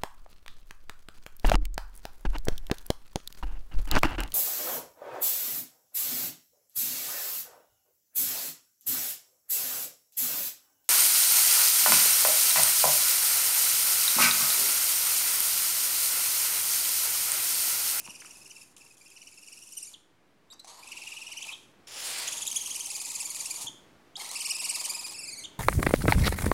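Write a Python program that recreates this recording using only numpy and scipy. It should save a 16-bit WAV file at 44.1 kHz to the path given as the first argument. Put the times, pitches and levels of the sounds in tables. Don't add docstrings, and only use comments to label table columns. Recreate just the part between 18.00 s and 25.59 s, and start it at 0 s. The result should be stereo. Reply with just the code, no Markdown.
import sys
import numpy as np
from scipy import signal
from scipy.fft import rfft, irfft, next_fast_len
from scipy.io import wavfile
from scipy.ndimage import uniform_filter1d

SR = 44100
rng = np.random.default_rng(int(sys.argv[2]) if len(sys.argv) > 2 else 0)


def wrap_up_sound(samples):
    columns = np.atleast_2d(samples).T
    tamed = np.clip(columns, -1, 1)
    steps = np.round(tamed * 32767).astype(np.int16)
    wavfile.write(sys.argv[1], SR, steps)


def gain_from_decibels(decibels):
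    exponent = np.asarray(decibels, float) / 20
    return 10 ** exponent


N = 334719
T = np.arange(N) / SR
HZ = np.arange(next_fast_len(N) // 2 + 1) * SR / next_fast_len(N)


def rms_one(x):
    return x / np.sqrt(np.mean(x ** 2) + 1e-20)


def through(x, response):
    size = next_fast_len(N)
    return irfft(rfft(x, size) * response, size)[:N]


def coloured(points):
    hz, level_db = np.transpose(points)
    curve_db = np.interp(np.log(HZ + 1), np.log(hz), level_db)
    return rms_one(through(rng.standard_normal(N), gain_from_decibels(curve_db)))


def drift(rate_hz):
    return rms_one(through(rng.standard_normal(N), 1 / (1 + (HZ / rate_hz) ** 2)))


# (time [s], level [dB])
GARDEN_LEVEL = [(0.0, -62.5), (1.2, -68.5), (3.32, -66.5), (4.25, -60.5), (4.97, -62.5), (5.81, -61.5),
                (6.42, -64.5), (7.59, -57.5)]
# (frequency [Hz], level [dB per Hz])
GARDEN_SPECTRUM = [(15, -57.5), (25, -7), (91, -3), (240, -3), (317, -1), (500, -7), (1400, -12),
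                   (2160, -14.5), (15900, -36)]


def garden():
    s, db = np.transpose(GARDEN_LEVEL)
    gusts_db = 0.7 * drift(3)
    return gain_from_decibels(np.interp(T, s, db) + 2.0 + gusts_db) * coloured(GARDEN_SPECTRUM)


def resonance(hz, centre_hz, width_hz):
    return 1j * hz * width_hz / (centre_hz ** 2 - hz ** 2 + 1j * hz * width_hz)


# (frequency [Hz], width [Hz], level [dB])
POSTURES = [
    [(2525, 570, -5), (5500, 2350, -1.5), (7240, 970, 3.5), (8710, 590, 2.5), (10650, 1400, 1),
     (15700, 2300, -31)],
    [(2600, 1600, -2.5), (4640, 710, 9.5), (7030, 590, 9.5), (8800, 1100, 5), (11700, 820, 5),
     (15100, 2500, -45)],
    [(2600, 1600, 0), (4700, 2800, 1.5), (5880, 1820, 7), (7070, 3800, 1.5), (11170, 1500, -1.5),
     (15100, 2300, -27)],
    [(3150, 1100, -8.5), (5270, 680, -1), (7240, 630, -1), (8300, 500, -9), (9700, 1100, -1.5),
     (15400, 2500, -13)],
    [(3000, 4000, -10), (4700, 1500, -2), (7400, 970, -5.5), (8200, 370, 1), (9600, 2600, -5.5),
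     (15500, 1700, -23)],
    [(2880, 2350, -5), (4700, 1300, -0.5), (6700, 1570, 1), (9160, 970, 1.5), (10980, 910, -0.5),
     (15000, 2500, -49)],
    [(2560, 2700, -1.5), (4800, 1740, 4.5), (6870, 1560, 4), (8740, 1100, 6), (10840, 1870, 0.5),
     (15000, 2800, -13)],
]
POSTURE_CHANGES = [2.3, 2.82, 3.8, 4.04, 4.27, 6.0]
WINDPIPE_CUT_HZ = 1550


def throat(hz, posture):
    peaks = 0
    for k, (centre_hz, width_hz, db) in enumerate(POSTURES[posture]):
        peaks = peaks + (-1) ** k * gain_from_decibels(db) * resonance(hz, centre_hz, width_hz)
    return peaks / (1 + (WINDPIPE_CUT_HZ / (hz + 1)) ** 6)


# (time [s], air flow [dB], slackness as buzz over flow [dB])
BREATH_FLOWS = [
    [(0.0, -54, -16.5), (0.462, -56, -15.5), (0.62, -55.5, -15), (0.75, -68, -35)],
    [(0.765, -56.5, -16), (0.865, -59.5, -10), (0.955, -60, -27)],
    [(0.968, -60, -18), (1.394, -57.5, -23), (1.766, -51, -25), (1.818, -52, -46), (1.93, -52, -19),
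     (1.945, -55, -10)],
    [(2.525, -58, 1), (2.55, -80, 13)],
    [(2.596, -60, -26), (2.607, -57, -21.5)],
    [(2.636, -66, -14), (2.642, -58, -10)],
    [(2.645, -47, -17), (2.668, -55, -25)],
    [(2.671, -47, -12), (2.835, -55, -4.5), (3.103, -48, -14.5), (3.391, -53, -9), (3.46, -46.5, -13.5),
     (3.51, -43.5, 3), (3.53, -46, 6), (3.552, -56.5, -30), (3.72, -73, -30)],
    [(3.87, -58.5, -26), (4.064, -37, -47), (4.194, -44.5, -8.5), (4.592, -38.5, -21),
     (5.444, -38.5, -19.5), (5.585, -39, -18), (5.6, -41, -14), (5.62, -32.5, -23), (5.655, -39, -15.5),
     (5.672, -43, -5.5)],
    [(6.168, -47, -3.5), (6.352, -38.5, -16), (6.574, -38.5, -16), (6.88, -39.5, -13), (7.12, -41.5, -15),
     (7.268, -59, -29), (7.425, -44, -24), (7.445, -46, -30)],
]


def breath_controls():
    rasp, buzz = np.zeros(N), np.zeros(N)
    for rows in BREATH_FLOWS:
        s, flow_db, slack_db = np.transpose(rows)
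        on = (T >= s[0]) & (T < s[-1])
        rasp[on] = gain_from_decibels(np.interp(T[on], s, flow_db))
        buzz[on] = gain_from_decibels(np.interp(T[on], s, flow_db + slack_db))
    return uniform_filter1d(rasp, size=44), uniform_filter1d(buzz, size=44)


# (time [s], share of their final pitch [0-1])
BEAK_OPENING = [(2.64, 0.86), (2.79, 1.0)]


def gaping(x):
    share = np.interp(T, *np.transpose(BEAK_OPENING))
    lag = np.cumsum(1 - share)
    slowed = np.interp(np.arange(N) - lag, np.arange(N), x)
    return np.where((share < 1) & (T > 2.3), slowed, x)


SURGE_DB = 10.5
REBOUND_DB, REBOUND_MS = 3, 4


def creak(rasp, buzz, voiced, hoarse, pulse_hz=950, jitter=0.17, size_db=2.8):
    cycles = np.cumsum(pulse_hz * np.exp(jitter * drift(500) + 0.05 * drift(25))) / SR
    slap_sizes = gain_from_decibels(size_db * np.clip(rng.standard_normal(N), -2, 1.5))
    slaps = np.diff(np.floor(cycles), prepend=0) * slap_sizes
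    slaps = rms_one(slaps - slaps.mean())
    air = rng.standard_normal(N)
    leak = 0.15 + 1.6 * hoarse ** 2
    source = (1 - hoarse) * slaps * (1 - voiced) + leak * air * (1 - (1 - hoarse ** 2.7) * voiced)
    posture = np.searchsorted(POSTURE_CHANGES, T)
    high = np.zeros(N)
    for k in range(len(POSTURES)):
        response = throat(HZ, k)
        held = uniform_filter1d(1.0 * (posture == k), size=3000)
        high += held * rms_one(through(source, response * abs(response) ** 0.16))
    windpipe = resonance(HZ, 840, 1330) * (resonance(HZ, 740, 940) - 0.5 * resonance(HZ, 1420, 190))
    low = rms_one(through(slaps * (1 - 0.82 * voiced) + 0.53 * air * (1 - voiced), windpipe))
    ending = np.maximum(-np.diff(voiced, prepend=0), 0)
    rebound = signal.lfilter([1], [1, -np.exp(-1000 / (REBOUND_MS * SR))], ending)
    surge_db = SURGE_DB * uniform_filter1d(voiced, size=600) + REBOUND_DB * rebound - 3.5
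    clumps = gain_from_decibels(1.4 * drift(60))
    return (gain_from_decibels(surge_db) * rasp * gaping(high) + gain_from_decibels(0.5) * buzz * low) * clumps


FLICKER_DB = 2.0


def whistle(start_s, pitch, shape, slope_db, wobble):
    phase = 2 * np.pi * np.cumsum(pitch * (1 + wobble)) / SR
    order = np.arange(1, 8)[:, None]
    colour = throat(order * pitch, np.searchsorted(POSTURE_CHANGES, start_s))
    parts = colour * abs(colour) ** 0.65 * gain_from_decibels(slope_db * order) * (order * pitch < 15800)
    chance = rng.standard_normal((7, len(pitch) + 300))
    flicker = uniform_filter1d(chance, size=200)[:, 150:-150] * np.sqrt(200)
    parts = parts * gain_from_decibels(FLICKER_DB * np.minimum(order, 3) * flicker / 2)
    scale = np.sqrt(np.sum(abs(parts) ** 2, axis=0) / 2)
    evened = scale ** 0.37 * scale[np.argmax(shape)] ** 0.71
    return shape * np.real(parts * np.exp(1j * order * phase)).sum(axis=0) / evened


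# (time [s], rise [ms], fall [ms], slope [dB per overtone])
MEMBRANE_SETTING = [(0.05, 11.5, 10.7, -3.5), (0.5, 10.7, 10.6, -4), (1.2, 10.2, 11.2, -5.5),
                    (1.66, 12.5, 11.7, -1), (2.85, 10.6, 8.7, -0.5), (3.2, 9.8, 14.5, -2.5),
                    (3.38, 16, 12.6, 1), (3.49, 18, 13, -6), (4.35, 11.4, 9.1, 0.5), (4.549, 10.7, 9.2, 1),
                    (4.8, 8.4, 7.1, 0.5), (5.099, 8.6, 10.5, 1), (5.5, 8, 7.6, 1), (6.25, 9.7, 9.3, -4.5),
                    (6.4, 11.6, 10.8, -1), (6.6, 15.5, 11.3, -0.5), (6.848, 11.7, 7.2, 1.5),
                    (7.001, 12.8, 14.5, 0.4)]


def membrane(when):
    times, *columns = np.transpose(MEMBRANE_SETTING)
    return [np.interp(when, times, column) for column in columns]


# (time of the top [s], level [dB], top pitch [Hz], start pitch [Hz], end pitch [Hz])
OPENING_THROBS = [(0.001, -44.5, 2930, 2700, 2350), (0.055, -43, 2960, 2560, 2400),
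                  (0.103, -42, 3000, 2610, 2450), (0.154, -46, 2930, 2310, 2280),
                  (0.207, -45.5, 3140, 2290, 2370), (0.259, -47.5, 3000, 2340, 2220),
                  (0.311, -47, 2880, 2530, 2130), (0.36, -51.5, 2620, 2520, 2500),
                  (0.419, -52.5, 2600, 2470, 2470), (0.463, -50, 2860, 2480, 2060),
                  (0.51, -45, 3060, 2695, 2240), (0.567, -47.5, 2680, 2615, 2260),
                  (0.617, -49, 2695, 2300, 2280), (0.814, -52, 2740, 2500, 2330),
                  (0.864, -54, 2770, 2460, 2200), (0.913, -56.5, 2560, 2500, 2400)]
FIRST_CALL_THROBS = [(1.015, -54, 2455, 2380, 2320), (1.066, -53, 2760, 2360, 2360),
                     (1.119, -53.5, 2620, 2350, 2170), (1.17, -48.5, 3030, 2480, 1970),
                     (1.221, -48, 2960, 2540, 2070), (1.275, -48, 2960, 2300, 2060),
                     (1.328, -51.5, 2620, 2240, 2180), (1.379, -51, 2700, 2600, 2180),
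                     (1.431, -48.5, 2860, 2600, 2160), (1.479, -46.5, 2910, 2520, 2200),
                     (1.529, -47.5, 2920, 2440, 2200), (1.577, -48, 2850, 2410, 2440),
                     (1.626, -48.5, 2930, 2560, 2740), (1.677, -47.5, 3030, 2430, 2520)]
SECOND_CALL_THROBS = [(2.835, -47.5, 2490, 2260, 2320), (2.877, -45, 2700, 2250, 2440),
                      (2.923, -38.5, 2880, 2290, 2100), (2.974, -41, 2786, 2450, 2230),
                      (3.023, -41, 2780, 2450, 2210), (3.074, -39.5, 2860, 2410, 2310),
                      (3.122, -41, 2820, 2240, 2370), (3.171, -40, 2936, 2465, 2430),
                      (3.22, -40.5, 2810, 2600, 2390), (3.272, -41, 2936, 2530, 2460),
                      (3.324, -39, 2990, 2350, 2110), (3.379, -36.5, 3080, 2370, 2270),
                      (3.491, -41, 2650, 2310, 2310)]
THIRD_CALL_THROBS = [(4.234, -43, 3200, 2510, 3000), (4.283, -32.5, 3510, 2200, 3100),
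                     (4.331, -34, 3536, 2220, 3120), (4.378, -34, 3740, 2260, 3150),
                     (4.424, -31, 3610, 2510, 3000), (4.473, -30, 3960, 2330, 3150),
                     (4.519, -29.5, 3290, 2250, 3080), (4.567, -27.5, 3440, 2240, 3100),
                     (4.615, -31, 3330, 2160, 3100), (4.664, -32, 3260, 2170, 2680),
                     (4.712, -31, 3420, 1916, 3020), (4.76, -31.5, 3040, 2070, 2380),
                     (4.809, -32.5, 3260, 2165, 2880), (4.859, -32, 3170, 2220, 2440),
                     (4.907, -33.5, 2706, 1934, 2150), (4.955, -32, 2504, 2210, 2100),
                     (5.005, -35.5, 2560, 1985, 2080), (5.054, -33.5, 2640, 2150, 2030),
                     (5.104, -34, 2600, 2020, 1890), (5.155, -33, 2560, 2090, 2030),
                     (5.208, -31, 2750, 2070, 2250), (5.257, -31.5, 2390, 2155, 2250),
                     (5.306, -32.5, 2333, 2080, 2100), (5.358, -34, 2560, 2270, 1950),
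                     (5.406, -33, 2430, 2230, 1870), (5.462, -32.5, 2760, 1710, 2700),
                     (5.512, -30.5, 2474, 2104, 2300), (5.561, -32, 2366, 2210, 2130)]
FOURTH_CALL_THROBS = [(6.362, -33.5, 2770, 2100, 2240), (6.41, -32, 3110, 2110, 2250),
                      (6.459, -30, 2880, 2126, 2250), (6.509, -28.5, 2940, 2250, 2420),
                      (6.555, -33.5, 2690, 2300, 2420), (6.604, -30, 2810, 2390, 2400),
                      (6.652, -29, 2920, 2214, 2130), (6.703, -27.5, 3000, 2195, 2204),
                      (6.753, -30.5, 2740, 2200, 1904), (6.804, -29.5, 2560, 2150, 2200),
                      (6.853, -30.5, 3080, 2225, 1820), (6.903, -28, 2460, 2170, 2340),
                      (6.952, -31.5, 2580, 2310, 2390), (6.997, -35, 2600, 2270, 2300),
                      (7.049, -37.5, 2520, 2360, 2280), (7.096, -38, 2560, 2490, 2320)]
STRETCH_MS_PER_KHZ, FALL_STRETCH_MS_PER_KHZ, USUAL_ARCH_HZ = 4.0, 4.2, 600.8
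LEVELS_OFF_MS = 25.9
FOOT_DULLING_DB = 9
CRACK_FROM_HZ, CRACK_DB_PER_KHZ, CRACK_MS = 3350, -21, 1.3


def throbs(hoarse, wobble, shimmer, rise_edge_ms=4.7, fall_edge_ms=2.2, rise_foot_db=-6.0, fall_foot_db=-1.0):
    out, voiced = np.zeros(N), np.zeros(N)
    slope = membrane(T)[2]
    calls = OPENING_THROBS + FIRST_CALL_THROBS + SECOND_CALL_THROBS + THIRD_CALL_THROBS + FOURTH_CALL_THROBS
    for s, db, top_hz, start_hz, end_hz in calls:
        rise, fall, _ = membrane(s)
        rise = max(3.0, rise + STRETCH_MS_PER_KHZ * (top_hz - start_hz - USUAL_ARCH_HZ) / 1000)
        fall = max(3.0, fall + FALL_STRETCH_MS_PER_KHZ * (top_hz - end_hz - USUAL_ARCH_HZ) / 1000)
        first = max(0, round((s - (rise + 3) / 1000) * SR))
        at = np.arange(first, round((s + (fall + 2) / 1000) * SR))
        ms = (T[at] - s) * 1000
        rising = ms < 0
        reach = np.where(rising, rise, fall)
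        crown = 1.15 + 0.12 * min(rise, fall)
        down = (np.hypot(ms, crown) - crown) / (np.hypot(reach, crown) - crown)
        bent = down + reach / LEVELS_OFF_MS * down * (1 - down)
        pitch = np.maximum(top_hz - np.where(rising, top_hz - start_hz, top_hz - end_hz) * bent, 900)
        gate = np.clip(np.minimum((ms + rise + 3) / rise_edge_ms, (fall + 2 - ms) / fall_edge_ms), 0, 1)
        crack_db = CRACK_DB_PER_KHZ * max(0, top_hz - CRACK_FROM_HZ) / 1000 * np.exp(-(ms / CRACK_MS) ** 2)
        shape = gate * gain_from_decibels(np.where(rising, rise_foot_db, fall_foot_db) * down + crack_db)
        dulled = slope[at] - 2.4 * hoarse[at] - FOOT_DULLING_DB * hoarse[at] ** 2 * down
        out[at] += gain_from_decibels(db) * shimmer[at] * whistle(s, pitch, shape, dulled, wobble[at])
        voiced[at] = np.maximum(voiced[at], gate)
    return out, voiced


# (time [s], peak level [dB], ring [Hz])
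CLAW_TAPS = [(0.065, -43, 940), (0.077, -38.5, 1030), (0.0765, -32, 2600), (0.081, -49, 1230),
             (0.085, -44, 920), (0.22, -40.5, 1430), (0.222, -38, 1900), (0.225, -38, 2340),
             (0.248, -45, 1750), (0.2485, -41, 1280), (0.249, -45, 2300), (2.646, -41.5, 780)]
# (time [s], peak level [dB], ring [Hz])
LOG_BUMPS = [
    (0.085, -41, 205),
    (5.645, -42, 126),
    (5.65, -43, 290),
    (5.695, -44, 280),
    (5.745, -47, 320),
    (7.44, -69, 123),
]


def knocks(events, width_share, crack=0.0):
    out = np.zeros(N)
    after = np.arange(round(0.08 * SR)) / SR
    for s, db, hz in events:
        ring = np.sin(2 * np.pi * hz * after + crack) * np.exp(-np.pi * width_share * hz * after)
        out[round(s * SR):][:len(after)] += gain_from_decibels(db) * ring
    return out


# (start time [s], length [ms], level [dB], start pitch [Hz], end pitch [Hz])
SHORT_SQUEAKS = [(0.767, 6, -55, 3880, 2260), (1.085, 17, -64, 3340, 3150), (2.502, 12, -53, 3670, 3960),
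                 (2.511, 15, -49, 4020, 3720), (2.526, 5.8, -49, 4700, 4800), (2.534, 11, -56, 5500, 6700),
                 (2.594, 11, -49, 3920, 4220), (3.441, 10, -41, 3390, 2310), (3.87, 9, -53, 5440, 5900),
                 (0.769, 9.9, -62, 4200, 3000), (0.971, 7, -61.5, 3740, 3000), (0.974, 6, -69, 5500, 5900),
                 (3.873, 10, -57, 3200, 3360), (4.263, 11, -46, 3820, 4940), (4.177, 23, -46, 2100, 2420)]
JOINING_SLIDES = [
    (6.198, 9.3, -39, 2280, 2200),
    (6.247, 15.3, -42, 1900, 2400),
    (6.294, 19.6, -42.5, 1900, 2260),
    (6.2, 22, -43, 1040, 1090),
]
GLIDE_SAG = 0.335


def glides(wobble, shimmer, squeak_slope_db=-10.5):
    out, voiced = np.zeros(N), np.zeros(N)
    slope = membrane(T)[2]
    for events, is_squeak in ((SHORT_SQUEAKS, True), (JOINING_SLIDES, False)):
        for s, length, db, start_hz, end_hz in events:
            middle_hz = min(start_hz, end_hz) + GLIDE_SAG * abs(start_hz - end_hz)
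            at = np.arange(round(s * SR), round((s + length / 1000) * SR))
            part = np.linspace(0, 1, len(at))
            pitch = np.polyval(np.polyfit([0, 0.5, 1], [start_hz, middle_hz, end_hz], 2), part)
            gate = np.clip(np.minimum(part / 0.5, (1 - part) / 1.0) * length, 0, 1)
            purer = squeak_slope_db if is_squeak else slope[at]
            out[at] += gain_from_decibels(db) * shimmer[at] ** 0.5 * whistle(s, pitch, gate, purer, wobble[at] / 2)
            voiced[at] = np.maximum(voiced[at], gate * (start_hz > WINDPIPE_CUT_HZ))
    return out, voiced


# (slope [dB per overtone], turning points (time [s], pitch [Hz], level [dB]))
UNBROKEN_PHRASES = [
    (-1, [(1.715, 2460, -54), (1.727, 3000, -43.5), (1.74, 2180, -53), (1.752, 2650, -58)]),
    (-1, [(1.768, 2880, -46), (1.774, 2956, -38), (1.782, 2966, -38.5), (1.793, 1660, -49), (1.82, 2560, -53), (1.829, 2920, -39), (1.842, 2325, -49), (1.856, 1820, -49), (1.878, 2430, -49), (1.893, 2120, -57)]),
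    (-26, [(1.936, 4800, -62), (1.942, 3470, -47.5), (1.951, 2920, -52.5)]),
    (-3, [(3.408, 2235, -46), (3.422, 2646, -41), (3.431, 3620, -35.5)]),
    (-17, [(3.502, 2460, -57), (3.529, 3310, -42), (3.533, 3850, -44), (3.54, 3230, -39.5), (3.546, 3150, -45)]),
    (-14.5, [(5.667, 3080, -39), (5.673, 3410, -35.5), (5.678, 3606, -39.5), (5.684, 3180, -37.5), (5.692, 3000, -52)]),
    (-15.5, [(6.155, 3130, -39), (6.166, 3890, -41), (6.171, 5960, -39)]),
    (-2, [(7.137, 2280, -49), (7.15, 2703, -38.5), (7.172, 2176, -46), (7.193, 2754, -37.5), (7.222, 2250, -45), (7.243, 2666, -37), (7.265, 2070, -45.5), (7.291, 2527, -36.5), (7.31, 2030, -46), (7.337, 2293, -40), (7.358, 1967, -48.5), (7.388, 2325, -40), (7.405, 2000, -45.5), (7.439, 2174, -47)]),
    (-11, [(7.438, 2960, -41), (7.447, 3755, -43.5), (7.455, 3140, -37.5), (7.46, 2850, -44)]),
]
ROUNDING = 0.29


def phrases(wobble, shimmer):
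    out, voiced = np.zeros(N), np.zeros(N)
    for slope_db, rows in UNBROKEN_PHRASES:
        s, hz, db = np.transpose(rows)
        at = np.arange(round(s[0] * SR), round(s[-1] * SR))
        turns = np.arange(len(s))
        step = np.interp(T[at], s, turns)
        step = step - ROUNDING * np.sin(2 * np.pi * step) / (2 * np.pi)
        pitch = np.interp(step, turns, hz)
        gate = np.clip(np.minimum(T[at] - s[0], s[-1] - T[at]) * 700, 0, 1)
        shape = gate * gain_from_decibels(np.interp(T[at], s, db))
        out[at] += shimmer[at] ** 0.5 * whistle(s[0], pitch, shape, slope_db, wobble[at])
        voiced[at] = np.maximum(voiced[at], gate)
    return out, voiced


def clean_voice(hoarse):
    wobble = 0.042 * hoarse ** 2 * drift(450)
    shimmer = gain_from_decibels((0.6 + 1.8 * hoarse) * drift(150))
    kinds = [throbs(hoarse, wobble, shimmer), glides(wobble, shimmer), phrases(wobble, shimmer)]
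    sounds, voiced = zip(*kinds)
    return np.sum(sounds, axis=0), np.max(voiced, axis=0)


# (time [s], level [dB])
HISS_LEVEL = [
    (3.872, -62),
    (3.96, -54),
    (4.099, -50.5),
    (4.22, -50),
    (4.45, -66),
]
# (frequency [Hz], level [dB per Hz])
HISS_SPECTRUM = [(180, -30), (300, -9), (634, 2.5), (1190, -0.5), (2200, -2), (8330, -12), (15900, -29)]


def hiss():
    s, db = np.transpose(HISS_LEVEL)
    breath = coloured(HISS_SPECTRUM)
    narrow, wide = (rms_one(through(breath, 0.15 + abs(throat(HZ, k)))) for k in (3, 4))
    opened = np.clip((T - 3.98) / 0.1, 0, 1)
    banded = (1 - opened) * narrow + opened * wide
    flutter_db = 0.7 * drift(74)
    return gain_from_decibels(np.interp(T, s, db + 12.0, left=-150, right=-150) + flutter_db) * banded


def echoes(x, t60=0.43, dull_hz=6000, gap_s=0.0048):
    after = np.arange(SR) / SR
    tail = rng.standard_normal(SR) * gain_from_decibels(-60 * after / t60) * (after > gap_s)
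    wash = signal.fftconvolve(x, tail / np.sqrt(np.sum(tail ** 2)))[:N]
    return through(wash, 1 / (1 + 1j * HZ / dull_hz))


# (time [s], hoarseness [0-1])
HOARSE_VOICE = [(0, .7), (1.65, .6), (1.8, .55), (2.5, .3), (2.65, .7), (3.5, .6), (4.2, .8), (4.5, .58),
                (4.8, .42), (6.17, .4), (6.2, .75), (6.4, .3), (7.4, .44)]


def scene():
    rasp, buzz = breath_controls()
    hoarse = np.interp(T, *np.transpose(HOARSE_VOICE))
    voice, voiced = clean_voice(hoarse)
    near = voice + creak(rasp, buzz, voiced, hoarse) + hiss() + knocks(CLAW_TAPS, 0.15, crack=1.0)
    mono = gain_from_decibels(-6.5) * echoes(near) - near + knocks(LOG_BUMPS, 0.26) + garden()
    return np.array([mono, mono])


def roll_off(x):
    return signal.sosfilt(signal.butter(12, 16080, fs=SR, output="sos"), x)


OFFSET = 0.0004


def record(dry):
    band = 1 / (1 + (55 / (HZ + 1)) ** 2) / (1 + (HZ / 15950) ** 300)
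    heard = through(dry[0], band) + OFFSET
    return roll_off(np.array([heard, heard]))


dry = scene()
out = record(dry)
wrap_up_sound(out)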